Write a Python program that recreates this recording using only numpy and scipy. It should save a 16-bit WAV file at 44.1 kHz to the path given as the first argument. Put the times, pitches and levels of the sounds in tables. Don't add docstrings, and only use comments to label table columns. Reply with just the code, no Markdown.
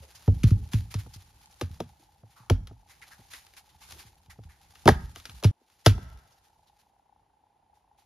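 import sys
import numpy as np
from scipy import signal
from scipy.fft import rfft, irfft, next_fast_len
from scipy.io import wavfile
from scipy.ndimage import uniform_filter1d

SR = 44100
rng = np.random.default_rng(int(sys.argv[2]) if len(sys.argv) > 2 else 0)


def to_wav(s):
    ch = np.atleast_2d(s).T
    pcm = np.round(np.clip(ch, -1, 1) * 32767)
    wavfile.write(sys.argv[1], SR, pcm.astype(np.int16))


def to_linear_factor(level_db):
    exponent = np.asarray(level_db, float) / 20
    return 10 ** exponent


N = 355005
CHANGE_S = 5.5128


def colour(x, points):
    hz, db = np.transpose(points)
    grid = np.maximum(np.fft.rfftfreq(4096, 1 / SR), 1)
    gain = to_linear_factor(np.interp(np.log(grid), np.log(hz), db))
    cepstrum = irfft(np.log(gain))
    cepstrum[1:2048] *= 2
    cepstrum[2049:] = 0
    response = irfft(np.exp(rfft(cepstrum)))[:2048]
    return signal.fftconvolve(x, response)[:len(x)]


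def band(x, hz, width):
    return signal.lfilter(*signal.iirpeak(hz, hz / width, fs=SR), x)


def level(x, db):
    return x * to_linear_factor(db) / np.sqrt(np.mean(x ** 2))


def peak(x, db):
    return x * to_linear_factor(db) / np.max(np.abs(x))


def add(out, x, s):
    i, change = int(s * SR), int(CHANGE_S * SR)
    end = min(i + len(x), change if i < change else N)
    out[i:end] += x[:end - i]


def walk(rate):
    k = int(SR / rate)
    return uniform_filter1d(np.repeat(rng.standard_normal(N // k + 1), k), k)[:N]


def decay(t, t60):
    return to_linear_factor(-60 * t / t60)


def build(t, rise_s):
    return 1 - np.exp(-t / rise_s)


def soft_build(t, rise_s):
    return 1 - np.exp(-(t / rise_s) ** 2)


def swell():
    since_change = np.arange(N) / SR - CHANGE_S
    return 1 - (since_change > 0) * np.exp(-np.maximum(since_change, 0) / .5)


# (pitch_hz, level_db)
AIR_COLOUR = [(25, -30), (45, -11), (180, -12.5), (400, -12.5), (620, -14), (850, -3.5), (1200, -21.5),
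              (2000, -24), (3300, -26), (6500, -33), (10300, -32), (15000, -47.5)]


def air():
    return level(colour(rng.standard_normal(N), AIR_COLOUR), -75.5)


# (pitch_hz, width_hz, level_db)
EXHAUST_RESONANCES = [(830, 190, 13), (720, 120, -8), (1300, 400, -12.5)]


def engine():
    firing_hz = 30.0
    cycles = np.cumsum(firing_hz * (1 + 0.08 * walk(25))) / SR
    size = to_linear_factor(1.8 * rng.standard_normal(N // 500))[cycles.astype(int)]
    puff = size * np.exp(-((cycles % 1 - .5) / 0.085) ** 2) + 0.11
    noise = rng.standard_normal(N) * puff * swell()
    out = np.zeros(N)
    for hz, width, db in EXHAUST_RESONANCES:
        out += to_linear_factor(db) * band(band(noise, hz, 0.8 * width), hz, 0.8 * width)
    return level(out, -71.5)


# (time_s, rustle_db)
MOVEMENT = [(0.0, -60.5), (0.45, -60), (1.1, -62), (1.75, -64), (2.2, -72.5), (2.76, -75), (3.07, -62),
            (3.52, -65.5), (3.79, -69.5), (3.92, -50), (4.05, -69), (4.35, -73), (4.85, -61), (5.4, -58),
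            (5.52, -88), (5.87, -65), (6.7, -77.5), (7.4, -96)]
# (pitch_hz, level_db)
RUSTLE_COLOUR = [(200, -40), (350, -14), (800, -4.5), (2200, -5.5), (4200, -4), (7000, -7.5),
                 (11000, -10.5), (16000, -14.5)]


def stir():
    moving = to_linear_factor(np.interp(np.arange(N) / SR, *np.transpose(MOVEMENT)))
    grains = rng.standard_normal(N) * to_linear_factor(3.2 * rng.exponential(size=N))
    patchy = to_linear_factor(2.5 * walk(40) + 2.5 * walk(150))
    rustle = level(colour(grains * patchy, RUSTLE_COLOUR), -1.5) * moving
    low = band(band(rng.standard_normal(N), 63, 50), 56, 160)
    feet_moving = moving ** .37
    feet = level(low, -2.5) * feet_moving * to_linear_factor(-41 + 1.5 * walk(35) + 2.2 * walk(4.5))
    return rustle + feet * swell()


# (start_s, peak_db, t60_s)
SOFT_SCUFFS = [(0.0258, -38.5, 0.088), (0.469, -30, 0.14), (0.7185, -33.5, 0.25), (0.7694, -35.5, 0.098),
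               (0.9082, -29.5, 0.11), (0.9887, -28.5, 0.1), (1.2022, -36.5, 0.066), (1.4294, -35, 0.061),
               (1.74, -56, 0.11), (2.3017, -52.5, 0.28), (3.3054, -35, 0.18), (3.3327, -39, 0.35),
               (3.5691, -29.5, 0.1), (3.808, -42, 0.28), (3.986, -34, 0.18), (4.0594, -42.5, 0.146),
               (5.10, -53, 0.084), (5.17, -35, 0.12), (5.26, -39, 0.1), (5.30, -40, 0.09),
               (5.7094, -54, 0.16), (5.85, -33, 0.2), (6.25, -59, 0.18), (6.438, -52, 0.17),
               (6.7874, -52.5, 0.18), (7.74, -63, 0.3), (7.9774, -55.5, 0.27)]
# (start_s, peak_db, t60_s, pitch_hz, resonance_db)
BARK_SCRAPES = [(0.02, -49, 0.3, 505, 19), (0.1496, -33, 0.093, 5100, 0), (0.3809, -52.5, 0.083, 4450, 7),
                (1.1375, -27.5, 0.071, 4850, 5), (1.511, -37, 0.049, 5450, 1), (1.99, -55.5, 0.3, 302, 13),
                (2.36, -48, 0.48, 1200, 14.5), (2.893, -46, 0.28, 2120, 1), (3.0179, -35, 0.13, 2030, 15),
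                (3.1096, -40.5, 0.19, 1700, 8.5), (3.333, -31, 0.1, 1900, 18), (3.692, -46, 0.1, 3320, 0.5),
                (3.8949, -49, 0.13, 4400, 3.5), (3.93, -51.5, 0.57, 336, 13), (4.30, -36, 0.12, 1920, 4.5),
                (4.49, -50.5, 0.3, 1900, 8), (4.6498, -59, 0.18, 2196, 19), (5.3492, -47.5, 0.15, 2515, -1),
                (6.3194, -50.5, 0.11, 5204, 0.5), (6.6694, -52.5, 0.12, 4000, 3.5)]


def scuffs():
    out, t = np.zeros(N), np.arange(SR // 3) / SR
    rows = [(*scuff, 2435, -13.5, 0.017) for scuff in SOFT_SCUFFS]
    rows += [(*scrape, .012) for scrape in BARK_SCRAPES]
    for s, db, t60, hz, resonance_db, rise_s in rows:
        grains = rng.standard_normal(len(t)) * to_linear_factor(2.6 * rng.exponential(size=len(t)))
        thin = signal.lfilter(*signal.butter(2, 800, "high", fs=SR), grains)
        whistle = to_linear_factor(resonance_db) * band(grains, hz, hz / 4)
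        tone = colour(thin, RUSTLE_COLOUR) + whistle
        add(out, level(tone, db - 7) * soft_build(t, rise_s) * decay(t, t60), s - rise_s / 2)
    return out


# pitch_hz, width_hz, t60_s, level_db
FAR_TREES = (1501.5, 898.5, 1.0, -38.5)


def trees(x):
    hz, width, t60, db = FAR_TREES
    t = np.arange(int(.7 * SR)) / SR
    scattered = band(rng.standard_normal(len(t)), hz, width)
    echo = level(scattered * decay(t, t60) * soft_build(t, .12), db)
    second_take = x * (np.arange(N) >= CHANGE_S * SR)
    return signal.fftconvolve(second_take, echo / np.sqrt(len(t)))[:N]


# (pitch_hz, t60_s, level_db)
YARD_ECHO = [(98, 0.21, -12.5), (296.3, .15, -19.5), (790.4, .22, -12), (1550, .4, -4.5),
             (3360, 0.22, -4.5), (6060, 0.54, -11.5), (12000, 0.75, -15.5)]


def yard(x):
    t = np.arange(int(.7 * SR)) / SR
    echo = np.zeros(len(t))
    for hz, t60, db in YARD_ECHO:
        echo += to_linear_factor(db) * band(rng.standard_normal(len(t)), hz, .6 * hz) * decay(t, t60)
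    echo *= build(t, 0.0021) * to_linear_factor(2.1 * walk(130)[:len(t)])
    return signal.fftconvolve(x, echo * to_linear_factor(-25.5) / np.sqrt(np.sum(echo ** 2)))[:N]


# (start_s, peak_db, pitch_hz, length_s)
GROUND_THUDS = [(0.006, -42.5, 71.1, 0.057), (0.335, -22, 61.9, 0.05), (0.281, -8, 93.56, 0.047),
                (0.442, -3.5, 105, 0.031), (0.517, -8.5, 101, 0.04), (0.743, -12, 105, 0.041),
                (0.954, -20.5, 101, 0.051), (1.162, -37, 92.2, 0.04), (1.629, -23, 90.5, 0.045),
                (1.709, -30.5, 75.4, 0.027), (1.803, -29, 160.4, 0.024), (2.403, -49, 113, 0.049),
                (2.511, -9.5, 89.6, 0.044), (3.756, -52.5, 73.2, 0.025), (3.927, -47.5, 70.7, 0.03),
                (4.052, -49, 105, 0.043), (4.286, -44.5, 72.5, 0.034), (4.454, -39.5, 78.1, 0.048),
                (4.698, -55, 72.7, 0.039), (4.859, -11.5, 122, 0.024), (4.886, -13, 93.66, 0.052),
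                (4.919, -9, 81.4, 0.019), (5.293, -42.5, 95.56, 0.05), (5.343, -37.5, 62.4, 0.039),
                (5.452, -6.5, 100.5, 0.039), (5.87, -5.5, 99.6, 0.049), (5.961, -34, 72.28, 0.11),
                (6.06, -41, 71.05, 0.059), (6.144, -40.5, 63.4, 0.046)]
# (start_s, knock_peak_db)
SOFT_BUMPS = [
    (1.0622, -48.5),
    (2.2338, -52.5),
    (2.711, -48.5),
    (3.193, -56),
    (4.3884, -46.5),
    (5.6122, -61),
]


def thuds():
    out, t = np.zeros(N), np.arange(SR // 2) / SR
    under_bumps = [(s, db + 8.5, 105, .038) for s, db in SOFT_BUMPS if s < CHANGE_S]
    for s, db, hz, length_s in GROUND_THUDS + under_bumps:
        phase = 2 * np.pi * hz * (t + 2.1 * .0045 * build(t, 0.0031))
        wave = np.sin(phase) * soft_build(t, 0.0035) * np.exp(-(t / length_s) ** 2.2)
        low = band(band(rng.standard_normal(len(t)), 0.57 * hz, 100), 0.57 * hz, 100)
        scatter = level(band(low, 0.65 * hz, 98), -12)
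        rumble = scatter * build(t, 0.0025) * decay(t, 0.48)
        add(out, to_linear_factor(db - 4.0) * (wave + rumble), s - .003)
    return out


# (pitch_hz, level_db)
CRACK_COLOUR = [(600, -11), (1300, 1.5), (2000, -2), (2600, -0.5), (3400, 0), (4300, -2.5), (5500, -4),
                (7000, -9.5), (11000, -13), (16000, -22)]


def crack(t):
    noise, splinter = rng.standard_normal((2, len(t)))
    t60 = .019
    tearing = build(t, 0.00023) * (decay(t, t60) + to_linear_factor(-13) * decay(t, 7.5 * t60))
    clicks = to_linear_factor(15 * uniform_filter1d(splinter, size=40))
    return colour(noise * tearing * clicks, CRACK_COLOUR)


# (pitch_hz, level_db, t60_s)
LOG_TONES = [(189, -7.5, .05), (254, -7.5, 0.16), (341, 2, 0.051), (447.5, -1.5, 0.075), (529, -2, 0.049),
             (635, -2.5, .05), (705, -3, 0.048), (756, -5.5, 0.041), (875, -2, 0.04), (1040, -1, 0.022),
             (1230, -2, 0.031), (1295, -1, 0.025), (1626, -7.5, 0.029), (1900, 0.5, 0.014)]


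def knock(t, hardness, ringing):
    ring = np.zeros(len(t))
    for hz, db, t60 in LOG_TONES:
        a, b = rng.standard_normal(2)
        lag_s = .002 * (500 / hz)
        late = np.maximum(t - lag_s - 0.00055 * abs(b), 0)
        tilt = 0.44 * np.log2(hz / 500) + 1.4 * max(np.log2(hz / 800), 0)
        size = to_linear_factor(db + hardness * tilt + 1.2 * a) * build(late, 0.51 / hz)
        tone = np.sin(2 * np.pi * hz * (1 + 0.036 * b) * late)
        ring += size * tone * decay(late, ringing * t60)
    return ring


# (start_s, crack_peak_db, knock_peak_db, hardness_db_per_octave)
AXE_BLOWS = [(0.278, -38, -25.5, -14), (0.4345, -23.5, -54.5, 5.5), (0.5078, -31, -70, -3.5),
             (0.7342, -26, -42, 1.5), (0.9418, -27, -39, 0.5), (1.6119, -26.5, -27.5, -4),
             (1.8029, -30, -27, -5), (2.4995, -16.5, -17.5, -7.5), (4.8569, -23, -16, -8.5),
             (4.8772, -7.5, -3.5, -1.5), (4.8865, -12.5, -38, -3.5), (4.8898, -16.5, -10.5, 3),
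             (4.8949, -26.5, -29, -0.5), (5.16, -32.5, -44, 2), (5.4273, -38, -37, -9),
             (5.4368, -23.5, -34.5, -4.5), (5.4441, -20, -24.5, -6.5), (5.8624, -4, -7, -2.5),
             (5.9796, -48.5, -40, -4.5)]
# (start_s, crack_peak_db)
SNAPS = [(0.99, -45.5), (4.261, -53.5), (2.6722, -38), (3.0175, -47), (3.3354, -35.5), (3.4664, -46.5),
         (3.5378, -46), (4.437, -48), (4.7544, -44.5), (5.2, -42), (5.255, -29.5), (5.296, -34.5),
         (5.7, -56.5), (4.8725, -28), (2.875, -59)]


def contacts():
    cracks, knocks, t = np.zeros(N), np.zeros(N), np.arange(SR // 4) / SR
    rows = [(*blow, .8) for blow in AXE_BLOWS]
    rows += [(s, db, db - 22.5, -2.5, .8) for s, db in SNAPS]
    rows += [(s, db - 25.5, db, -8, .45) for s, db in SOFT_BUMPS]
    for s, crack_db, knock_db, hardness, ringing in rows:
        add(cracks, peak(crack(t), crack_db - 0.5), s - .0008)
        add(knocks, peak(knock(t, hardness, ringing), knock_db + 3.0), s - .0008)
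    return cracks, knocks


def takes(f, x):
    first = np.clip((CHANGE_S - np.arange(N) / SR) / 0.0024, 0, 1)
    return first * f(x * (first > 0)) + (first == 0) * f(x * (first == 0))


# (pitch_hz, level_db)
PORT_DIFFERENCE = [(60, -24.5), (300, -25), (700, -11.5), (1500, -11), (3000, -12), (6000, -11), (8300, -2),
                   (10000, -3), (11500, -16.5), (14000, -3), (16500, -18.5)]


def difference(x):
    hz, db = np.transpose(PORT_DIFFERENCE)
    size = next_fast_len(N)
    grid = np.fft.rfftfreq(size, 1 / SR) + 1
    gain = to_linear_factor(np.interp(np.log(grid), np.log(hz), db))
    return irfft(rfft(x, size) * gain, size)[:N]


# (pitch_hz, level_db)
PORT_SHARED = [(25, -15.5), (42, -3.5), (70, -3), (7000, -3.5), (7600, -8), (7900, -27.5), (8700, -21),
               (9100, -5), (10000, -1.5), (13500, -2.5), (14500, -24.5), (16000, -26)]


def scene():
    cracks, knocks = contacts()
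    ground = thuds()
    hits = cracks + knocks + ground
    airborne = cracks + to_linear_factor(1.5) * knocks + to_linear_factor(-4.0) * ground
    echo = [takes(yard, airborne) + trees(airborne) for _ in range(2)]
    rustle = [scuffs() + stir() + engine() for _ in range(2)]
    hiss = [air() for _ in range(2)]
    lagged = np.imag(signal.hilbert(hits, next_fast_len(N)))[:N]
    mid = takes(lambda x: colour(x, PORT_SHARED), hits + rustle[0] + echo[0] + hiss[0])
    direct = to_linear_factor(1.0) * lagged - to_linear_factor(-16) * cracks
    side = difference(direct + to_linear_factor(2.0) * rustle[1] + to_linear_factor(5.5) * echo[1] + hiss[1])
    return np.array([mid + side, mid - side])


def roll_off(x):
    return signal.sosfilt(signal.butter(12, 15970, fs=SR, output="sos"), x)


def record(dry):
    mix = np.tanh(1.148 * dry) / 0.7
    return roll_off(mix)


dry = scene()
out = record(dry)
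to_wav(out)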